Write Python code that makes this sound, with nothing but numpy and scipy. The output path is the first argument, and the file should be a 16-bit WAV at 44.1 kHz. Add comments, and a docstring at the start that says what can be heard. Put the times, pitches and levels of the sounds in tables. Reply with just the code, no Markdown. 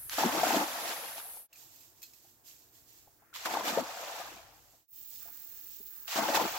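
"""A weighted cast net is thrown three times into a canal, heard from the grassy bank.
Each splash sums clouds of damped tones: gulping air pockets, ringing bubbles, fizz and falling spray.
Single sinkers tick, and clumps of them slap the surface and excite short-lived cavities.
The mesh rustles and whooshes as shaped noise, and sinkers clink as sums of decaying modes.
Insects are pulsed high resonances, a breeze is steady noise, and the level dips briefly between throws."""
import sys
import numpy as np
from scipy import signal
from scipy.fft import rfft, irfft, next_fast_len
from scipy.io import wavfile
from scipy.ndimage import map_coordinates

SR = 44100
rng = np.random.default_rng(int(sys.argv[2]) if len(sys.argv) > 2 else 0)


def to_wav(s):
    """Save 16-bit WAV."""
    ch = np.atleast_2d(s).T  # columns
    pcm = np.round(np.clip(ch, -1, 1) * 32767)  # PCM
    wavfile.write(sys.argv[1], SR, pcm.astype(np.int16))


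N = 290178  # length in samples

# Spectra shared by splashes, plunges and touches. Each row: frequency in Hz, relative level in dB.
# Large pockets of air dragged under
POCKET_SPECTRUM = [(40, -38), (110, -14), (165, -7.5), (220, -2.5), (315, 6), (420, -3.5), (600, -22),
                   (1500, -66)]
# Ringing bubbles
BUBBLE_SPECTRUM = [(150, -50.5), (410, -11), (510, -4), (620, -3), (740, -0.5), (900, -1.5), (1060, -6),
                   (1400, -9.5), (1750, -15), (2200, -28), (5000, -70)]
# Small bubbles, pitched between the ringing bubbles and the spray
FIZZ_SPECTRUM = [(400, -46), (850, -16.5), (1200, 0.5), (1500, -2.5), (1780, -2.5), (2100, -6), (3200, -22),
                 (7000, -56.5)]
# Droplets and falling spray
SPRAY_SPECTRUM = [(150, -45), (500, -24), (800, -9.5), (1300, -0.5), (1750, -3), (2050, -2), (2600, -1.5),
                  (3200, -2), (4000, -3.5), (5500, -4.5), (7500, -5.5), (9000, -16.5), (10500, -13.5),
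                  (13000, -8), (16000, -12)]
# Brief dips of the level. Each entry: centre in seconds.
DIP_TIMES = [1.479, 4.872]


def amp(db):
    """Level law: decibels to amplitude gain."""
    return np.exp(np.asarray(db) * (np.log(10) / 20))


def unit(x):
    """Power normalisation: x at rms 1."""
    return x / np.sqrt(np.mean(x ** 2) + 1e-20)


def along(points, hz):
    """Spectral interpolation: (Hz, value) points read on a logarithmic frequency axis."""
    f, v = np.transpose(points)
    return np.interp(np.log(hz + 1), np.log(f + 1), v)


def wobble(rate):
    """Slow random modulation: a smooth curve through `rate` random knots a second."""
    knots = rng.standard_normal(int(N * rate / SR) + 4)
    return map_coordinates(knots, [np.arange(N) * rate / SR])


def filtered(x, response):
    """Linear filtering: the spectrum of x is multiplied by a response of frequency."""
    m = next_fast_len(N + 8192)  # padding keeps the tail from wrapping round
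    return irfft(rfft(x, m) * response(np.fft.rfftfreq(m, 1 / SR)), m)[..., :N]


def add(track, s, sound):
    """Superposition: a sound is mixed into a track, in place, at time s."""
    part = track[..., max(0, round(s * SR)):][..., :sound.shape[-1]]
    part += sound[..., :part.shape[-1]]


def spread(pair, spectrum):
    """Partial coherence: unrelated signals become mid and side, coloured, with a mid of rms 1."""
    # Likeness of left and right. Each row: frequency in Hz, correlation from 0 to 1.
    likeness = [(60, 0.4), (200, 0.75), (700, 0.9), (1400, 0.16), (3000, 0.08), (7000, 0), (15000, 0)]

    def mid_side(hz):
        turn = np.arccos(np.clip(along(likeness, hz), -1, 1)) / 2
        return amp(along(spectrum, hz)) * np.array([np.cos(turn), np.sin(turn)])

    mid, side = filtered(pair, mid_side)
    return np.array([mid + side, mid - side]) / np.std(mid)


def grains(rate, lo_hz, hi_hz, cycles, scatter_db, rise, size):
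    """Random superposition of damped, rising tones, each dying in a few cycles, at rms 1."""
    u = rng.random((int(rate * N / SR), 4))
    hz = lo_hz + (hi_hz - lo_hz) * u[:, 0]
    strength = np.sqrt(hz) * amp(-scatter_db * np.log(np.maximum(u[:, 1], .02)))
    life = np.float32(cycles * (.5 + u[:, 2:3]))  # cycles to decay by a factor e
    turns = np.outer(np.float32(hz / SR), np.arange(size, dtype=np.float32))
    age = turns / life
    rising_turns = turns * (1 + np.float32(rise) * np.minimum(age, 2))
    tones = np.exp(-age) * np.sin(2 * np.pi * rising_turns)
    where = (u[:, 3:] * N).astype(int) + np.arange(size)
    track = np.bincount(where.ravel(), (strength[:, None] * tones).ravel(), N)[:N]
    return unit(track - track.mean())


def cloud(spectrum, wash_db, **grain):
    """Dense-event limit: stereo grains over a noise wash of countless smaller ones."""
    pair = np.array([grains(**grain), grains(**grain)])
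    return spread(pair + amp(wash_db) * rng.standard_normal((2, N)), spectrum)


def held(start, end, attack, release_db_per_s, growth_db_per_s=0):
    """Exponential growth and decay: gain rises at start, grows to 1 at end, then dies away."""
    t = np.arange(N) / SR
    growth = growth_db_per_s * np.clip(t - end, start - end, 0)
    release = release_db_per_s * np.maximum(t - end, 0)
    return np.clip((t - start) / attack, 0, 1) * amp(growth - release)


def together(gains):
    """Incoherent addition: the gains of unrelated sounds add in power."""
    return np.sqrt(sum(gain ** 2 for gain in gains))


def swells(rows):
    """Gaussian envelopes, added in power, from rows of centre s, half width s and level dB."""
    t = np.arange(N) / SR
    return together(amp(db) * np.exp(-.5 * np.minimum(np.abs(t - s) / width, 10) ** 2)
                    for s, width, db in rows)


def strokes(rows, attack, release_db_per_s):
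    """Held envelopes with exponential release, from rows of start s, length s and level dB."""
    return together(amp(db) * held(s, s + length, attack, release_db_per_s) for s, length, db in rows)


def air():
    """Turbulence as shaped noise: a faint breeze in the reeds and a little rumble on the microphone."""
    # Breeze in the reeds. Each row: frequency in Hz, relative level in dB.
    reed_spectrum = [(25, -34), (60, -12.5), (120, -9.5), (200, -20), (310, -6.5), (460, -17), (820, -17),
                     (1700, -22), (3200, -30), (6900, -22.5), (9500, -26), (16000, -15.5)]
    # Wind brushing the microphone. Each row: centre in seconds, half width in seconds, level in dB.
    gusts = [(.15, .45, -66.5), (3.7, 0.18, -71), (4.4, 0.2, -70.5), (6.4, 0.19, -66.5)]
    breeze_db = -83  # rumble between gusts
    reeds = spread(rng.standard_normal((2, N)), reed_spectrum) * amp(-66.5 + 1.2 * wobble(3))
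    rumble_spectrum = [(20, -26.5), (50, -3), (120, -3.0), (200, -19.5), (800, -69)]
    rumble = spread(rng.standard_normal((2, N)), rumble_spectrum)
    return reeds + rumble * together([swells(gusts), amp(breeze_db)])


def buzz(spectrum, pulse_hz, duty, depth):
    """Pulsed excitation: a high resonance driven in rapid, slightly unsteady bursts."""
    phase = np.cumsum(pulse_hz * (1 + .008 * wobble(4.2))) / SR % 1
    bursts = 1 + depth * (phase < duty)
    return spread(bursts * rng.standard_normal((2, N)), spectrum)


def insects():
    """Amplitude-modulated resonances: a cicada until the first dip, a bush cricket from the second."""
    # Cicada resonances. Each row: frequency in Hz, relative level in dB.
    cicada_spectrum = [(3000, -27), (7800, -21), (8500, -12), (9100, -19), (9900, -5), (10250, -8),
                       (10750, -3), (11000, -5.5), (11350, 0), (11750, -6.5), (12020, -3.5), (12600, -9.5),
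                       (13400, -9), (16000, -17.5)]
    # Bush cricket resonances. Each row: frequency in Hz, relative level in dB.
    cricket_spectrum = [(5000, -44.5), (10000, -31), (12500, -24.5), (14000, -12), (14900, -5.5),
                        (15500, -3), (16000, -4.5)]
    cicada_db, cricket_db = -48.5, -45.5  # before the stereo balance
    fade_s = .02
    t = np.arange(N) / SR
    cicada = buzz(cicada_spectrum, pulse_hz=182, duty=0.1, depth=0.67) * amp(cicada_db)
    cicada *= np.clip((DIP_TIMES[0] - t) / fade_s, 0, 1)
    cricket = buzz(cricket_spectrum, pulse_hz=41, duty=.5, depth=0.64) * amp(cricket_db)
    cricket *= np.clip((t - DIP_TIMES[1]) / fade_s, 0, 1)
    return cicada * amp([[2], [-2]]) + cricket * amp([[-1.5], [1.5]])


def net():
    """Friction noise and modal ringing: mesh rustles and whooshes, sinkers clink, soft knocks sound."""
    # Mesh and grass rustling. 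Each row: frequency in Hz, relative level in dB.
    rustle_spectrum = [(300, -34), (1500, -13), (2800, -4.5), (4500, -2), (7600, 2.5), (9300, -12.5),
                       (11000, -3), (13000, 4), (16000, -1.5)]
    # Gathering, swinging and paying out. Each row: start in seconds, length in seconds,
    # level in dB before the stereo balance.
    handling = [(1.52, .12, -60.5), (1.68, .17, -64), (1.94, .06, -69.5), (2.01, 0.037, -61),
                (2.125, 0.018, -64), (2.2, .09, -68), (2.435, .06, -58.5), (2.56, .07, -69.5),
                (2.71, .06, -65.5), (2.85, 0.14, -65.5), (3.09, .02, -76), (4.5, 0.39, -71),
                (4.9, 0.22, -63.5), (5.09, .15, -59), (5.3, 0.38, -63), (5.67, .09, -60), (5.83, .23, -65)]
    # Mesh sweeping through the air. Each row: frequency in Hz, relative level in dB.
    whoosh_spectrum = [(300, -23), (800, -15.5), (1250, 2), (1650, 2), (2300, -5), (4000, -26), (9000, -46)]
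    # Sweeps of the mesh. Each row: start in seconds, length in seconds, level in dB.
    flights = [(-.1, .2, -69), (3.17, 0.12, -74.5), (5.18, .12, -69), (5.45, .2, -75), (5.87, .2, -72)]
    # Modes of a sinker. Each row: frequency in Hz, mean level in dB, time to decay by 60 dB in seconds.
    sinker_modes = [(2572, -9, 0.079), (3290, -20, 0.14), (4130, -10, 0.14), (4480, -10, .16),
                    (5100, -10, 0.16), (6580, -3, 0.044), (7370, -11, 0.11), (12200, -8.5, .05),
                    (13650, 0, .14)]
    # Sinkers clicking together. Each row: time in seconds, level in dB before trims.
    clinks = [(1.5299, -39), (1.7599, -48), (1.8083, -47), (2.0193, -42), (2.0295, -35), (2.0365, -40),
              (2.135, -45.5), (5.869, -48)]
    # Soft knocks of the gear, and at 3.328 s the net first touching the water.
    # Each row: time in seconds, level in dB before a trim, frequency in Hz.
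    knocks = [(1.527, -45, 2620), (1.554, -52, 2470), (2.245, -59, 780), (3.073, -53, 767),
              (3.221, -56, 825), (3.328, -46.5, 1370), (4.735, -58, 720), (5.255, -53, 700),
              (5.279, -53, 807), (5.802, -51, 413)]

    rustle = cloud(rustle_spectrum, wash_db=6.5, rate=1500, lo_hz=2000, hi_hz=15100,
                   cycles=2.8, scatter_db=4, rise=0, size=100)
    out = rustle * strokes(handling, attack=.042, release_db_per_s=99.5)
    out *= amp([[2.8], [4]])  # the thrower stands a little to the right
    whoosh = spread(rng.standard_normal((2, N)), whoosh_spectrum)
    out += whoosh * strokes(flights, attack=0.051, release_db_per_s=50.5)

    t = np.arange(SR // 6) / SR
    scrapes = np.zeros((2, N))
    for s, db in clinks:
        ring = np.zeros((2, len(t)))
        for hz, mode_db, t60 in sinker_modes:
            level_db = mode_db + rng.normal(0, 1.8, (2, 1))  # each strike excites the modes unevenly
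            ring += amp(level_db - 60 * t / t60) * np.sin(2 * np.pi * hz * t)
        add(out, s, amp(db - 4.5) * ring / np.abs(ring).max())
        scrape = np.exp(-t / 0.0064) * rng.standard_normal((2, len(t)))
        add(scrapes, s, amp(db - 5.0) * scrape)
    for s, db, hz in knocks:
        # a rough contact excites one damped mode
        contact = np.exp(-t / 0.011) * rng.standard_normal(len(t))
        mode = np.exp(-t / 0.0027) * np.sin(2 * np.pi * hz * t)
        knock = signal.fftconvolve(contact, mode)
        add(out, s, amp(db - 1.5) * knock / np.abs(knock).max())
    return out + filtered(scrapes, lambda hz: amp(along(rustle_spectrum, hz)))


def touches():
    """Impulsive contact: a lone sinker meets the surface with a tiny, sharp tick of decaying noise."""
    # First single sinker of each throw. Each row: time in seconds, level in dB before a trim and the filter.
    contacts = [(0.0965, -25.5), (3.3405, -38), (6.0803, -26.5)]
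    t = np.arange(SR // 50) / SR
    ticks = np.zeros((2, N))
    for s, db in contacts:
        add(ticks, s, amp(db + 3.5) * np.exp(-t / 0.0012) * rng.standard_normal((2, len(t))))
    return filtered(ticks, lambda hz: amp(along(SPRAY_SPECTRUM, hz)))


def plunges():
    """Cavity resonance: a clump slaps the surface, and its cavity rings for a few cycles, rising."""
    # Clumps of sinkers or falling water. Each row: time in seconds, level in dB before trims and filters,
    # initial cavity frequency in Hz, slap in dB relative to that level before its trim.
    clumps = [(0.131, -35, 1890, 4.5), (0.184, -19.5, 730, -2.5), (0.206, -25.5, 830, 0.5),
              (0.235, -16, 836, -14), (0.248, -22.5, 238, -12.5), (0.26, -22.5, 215, -7.5),
              (0.35, -21.5, 800, -12.5), (0.4325, -13.5, 704, -11), (0.437, -16.5, 750, -12),
              (0.468, -20, 710, -8.5), (0.5056, -15, 807, -10.5), (0.532, -22.5, 298, -7.5),
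              (0.544, -17.5, 637, -7.5), (0.564, -20, 349, -10.5), (0.57, -19, 324, -9),
              (1.18, -34.5, 795, -1), (1.2, -34.5, 1430, -5.5), (1.37, -44.5, 850, -7.5),
              (3.36, -41.5, 990, 1.5), (3.457, -21, 1430, -0.5), (3.507, -28, 710, -6),
              (3.539, -24.5, 750, -2), (3.551, -21, 1040, -20.5), (3.57, -19, 794, -10.5),
              (3.609, -23, 970, -11), (3.774, -15.5, 518, -17.5), (3.785, -17, 637, -14.5),
              (3.797, -26, 502, -11), (3.995, -34, 690, -4), (6.162, -22, 748, -5),
              (6.187, -18.5, 638, -11), (6.254, -22.5, 875, -9.5), (6.318, -23.5, 840, -5.5),
              (6.347, -22, 786, 2), (6.373, -14.5, 860, -10), (6.397, -16, 730, -13.5)]
    t = np.arange(SR // 12) / SR
    swell = 1 - np.exp(-t / 0.00059)
    cavities, churn, slaps = np.zeros(N), np.zeros(N), np.zeros((2, N))
    for s, db, hz, slap_db in clumps:
        ring = np.sin(2 * np.pi * hz * t * (1 + 3 * t)) * np.exp(-t * hz / 2.77)
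        churn_noise = np.exp(-t / .004) * rng.standard_normal(len(t))
        slap_noise = np.exp(-t / 0.0052) * rng.standard_normal((2, len(t)))
        add(cavities, s, amp(db - 0.5) * swell * ring)
        add(churn, s, amp(db + 1.5) * swell * churn_noise)
        add(slaps, s, amp(db + slap_db - 2) * swell * slap_noise)
    body = filtered(churn, lambda hz: amp(along(BUBBLE_SPECTRUM, hz)) + amp(along(POCKET_SPECTRUM, hz) - 5.5))
    body += filtered(cavities, lambda hz: hz ** 4 / (hz ** 4 + 170 ** 4))  # the surface radiates no deep bass
    return body + filtered(slaps, lambda hz: amp(along(SPRAY_SPECTRUM, hz)) + amp(along(FIZZ_SPECTRUM, hz) - 1.5))


def throw(contact, lands, sunk, fallen, patter_db, rim_db, fall_db, pocket_db, calming_db_per_s):
    """Staged energy input: gains of pockets, bubbles and spray as sinkers patter, rim lands, spray falls."""
    # relative levels in dB of air pockets, bubbles, spray
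    patter_mix, rim_mix, fall_mix = (-33, -6, 0), (-4, 1.8, -5), (-14.5, 0, -1.2)
    # The patter deepens as heavier sinkers arrive. Growth in dB per second of air pockets, bubbles, spray.
    patter_growth = (150, 116, 35)
    patter_attack_s, rim_attack_s, fall_attack_s = .014, 0.005, .03
    rim_growth, fall_growth, release = 4, 2, 349  # dB per s
    calming_pace = (1.4, 1, 1)  # large air pockets are gone sooner than bubbles and spray

    patter = [amp(patter_db + db) * held(contact - patter_attack_s, lands, patter_attack_s, release, growth)
              for db, growth in zip(patter_mix, patter_growth)]
    rim_gain = amp(rim_db) * held(lands, sunk, rim_attack_s, release, rim_growth)
    rim = np.outer(amp(rim_mix), rim_gain)
    fall = [amp(fall_db + db) * held(sunk, fallen, fall_attack_s, pace * calming_db_per_s, fall_growth)
            for db, pace in zip(fall_mix, calming_pace)]
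    pockets, bubbles, spray = together(np.array([patter, rim, fall]))
    return np.array([pockets * amp(pocket_db), bubbles, spray])


def splashes():
    """Bubble acoustics: pockets gulp, bubbles ring and droplets crackle, surging most as the rim lands."""
    # Throws. Each row: first contact, rim lands, rim sunk, spray fallen, all in seconds; patter, rim and
    # falling spray in dB before the mix; air pockets in relative dB; calming in dB per second, at pace 1.
    throws = [(.112, 0.179, 0.64, .9, -45.5, -35.5, -43.5, 1.5, 44),
              (3.346, 3.45, 3.806, 4.211, -48.5, -40.5, -47.5, -2, 59),
              (6.083, 6.155, 6.455, 6.8, -43, -35.5, -42.5, 0, 50)]
    # Large pockets of air dragged under or welling up. Each row: centre in seconds, half width in
    # seconds, level in dB before the mix.
    gulps = [(.255, .016, -27.5), (.572, 0.011, -30), (.87, .04, -53.5), (3.72, .03, -45),
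             (3.797, 0.019, -34), (4.3, .07, -59), (6.218, 0.0072, -35), (6.44, 0.021, -34.5)]
    # Sheets of spray from mesh or water hitting the surface. Each row: centre in seconds, half width
    # in seconds, level in dB before the mix.
    lashes = [(.138, .018, -42.5), (.21, 0.034, -39), (.48, 0.053, -38.5), (.565, 0.016, -40),
              (.905, .028, -44), (1.07, 0.066, -53.5), (1.185, .016, -49), (3.362, 0.011, -46.5),
              (3.463, 0.011, -42), (3.53, .02, -44.5), (3.688, .024, -37.5), (6.125, .015, -41.5),
              (6.175, 0.025, -42), (6.36, 0.014, -33.5)]

    pocket_gain, bubble_gain, spray_gain = together(throw(*row) for row in throws)
    pocket_gain = together([pocket_gain, swells(gulps)])
    spray_gain = together([spray_gain, swells(lashes)])
    fizz_gain = np.sqrt(bubble_gain * spray_gain)  # small bubbles lie between spray and large bubbles
    landing = pocket_gain / (pocket_gain + .4 * spray_gain + 1e-9)  # near 1 while sinkers drag air under
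    surge = wobble(55) * (.25 + landing)

    pockets = cloud(POCKET_SPECTRUM, wash_db=0.0, rate=220, lo_hz=151.0, hi_hz=522,
                    cycles=2.5, scatter_db=1.6, rise=.04, size=1500)
    bubbles = cloud(BUBBLE_SPECTRUM, wash_db=-0.5, rate=700, lo_hz=426.0, hi_hz=1485,
                    cycles=4, scatter_db=1.5, rise=0.033, size=900)
    fizz = cloud(FIZZ_SPECTRUM, wash_db=-4.0, rate=600, lo_hz=942, hi_hz=3008,
                 cycles=7.4, scatter_db=2.5, rise=.02, size=800)
    spray = cloud(SPRAY_SPECTRUM, wash_db=2, rate=3500, lo_hz=1493, hi_hz=14950,
                  cycles=5.0, scatter_db=3.0, rise=.02, size=180)
    return (pockets * pocket_gain * amp(-2.5 + 0.98 * surge)
            + bubbles * bubble_gain * amp(0.5 - 1.9 * landing + 1.2 * surge)
            + fizz * fizz_gain * amp(-6.5 + 1.4 * landing + 0.92 * surge)
            + spray * spray_gain * amp(1.1 + 1.0 * surge))


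def scene():
    """Superposition with early reflections: all sources, lows leaning left and highs leaning right."""
    # Surfaces close to the microphone. Each row: left delay in seconds, right delay in seconds, gain.
    reflections = [(.00118, 0.0011, 0.073), (.0043, 0.0046, 0.13), (.0089, 0.0058, 0.19)]
    # Stereo balance. Each row: frequency in Hz, left minus right in dB.
    balance = [(60, 9), (200, 2), (700, 4), (1300, 2.5), (2400, 2.5), (4400, -4.5), (8000, -2.5),
               (15000, -4)]
    mix = air() + insects() + net() + touches() + plunges() + splashes()

    def response(hz):
        echoes = 1
        for left, right, gain in reflections:
            echoes = echoes + gain * np.exp(-2j * np.pi * hz * np.array([[left], [right]]))
        lean_db = along(balance, hz)
        return echoes * amp(np.array([lean_db, -lean_db]) / 2)

    return filtered(mix, response)


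def record(dry):
    """Gain and band limiting: the level dips briefly between throws, and nothing passes above top_hz."""
    half_dip_s, top_hz = 0.11, 15850
    t = np.arange(N) / SR
    fade = np.prod([np.clip(np.abs(t - s) / half_dip_s, .05, 1) for s in DIP_TIMES], axis=0)
    return filtered(dry * fade, lambda hz: hz < top_hz)


dry = scene()
out = record(dry)
to_wav(out)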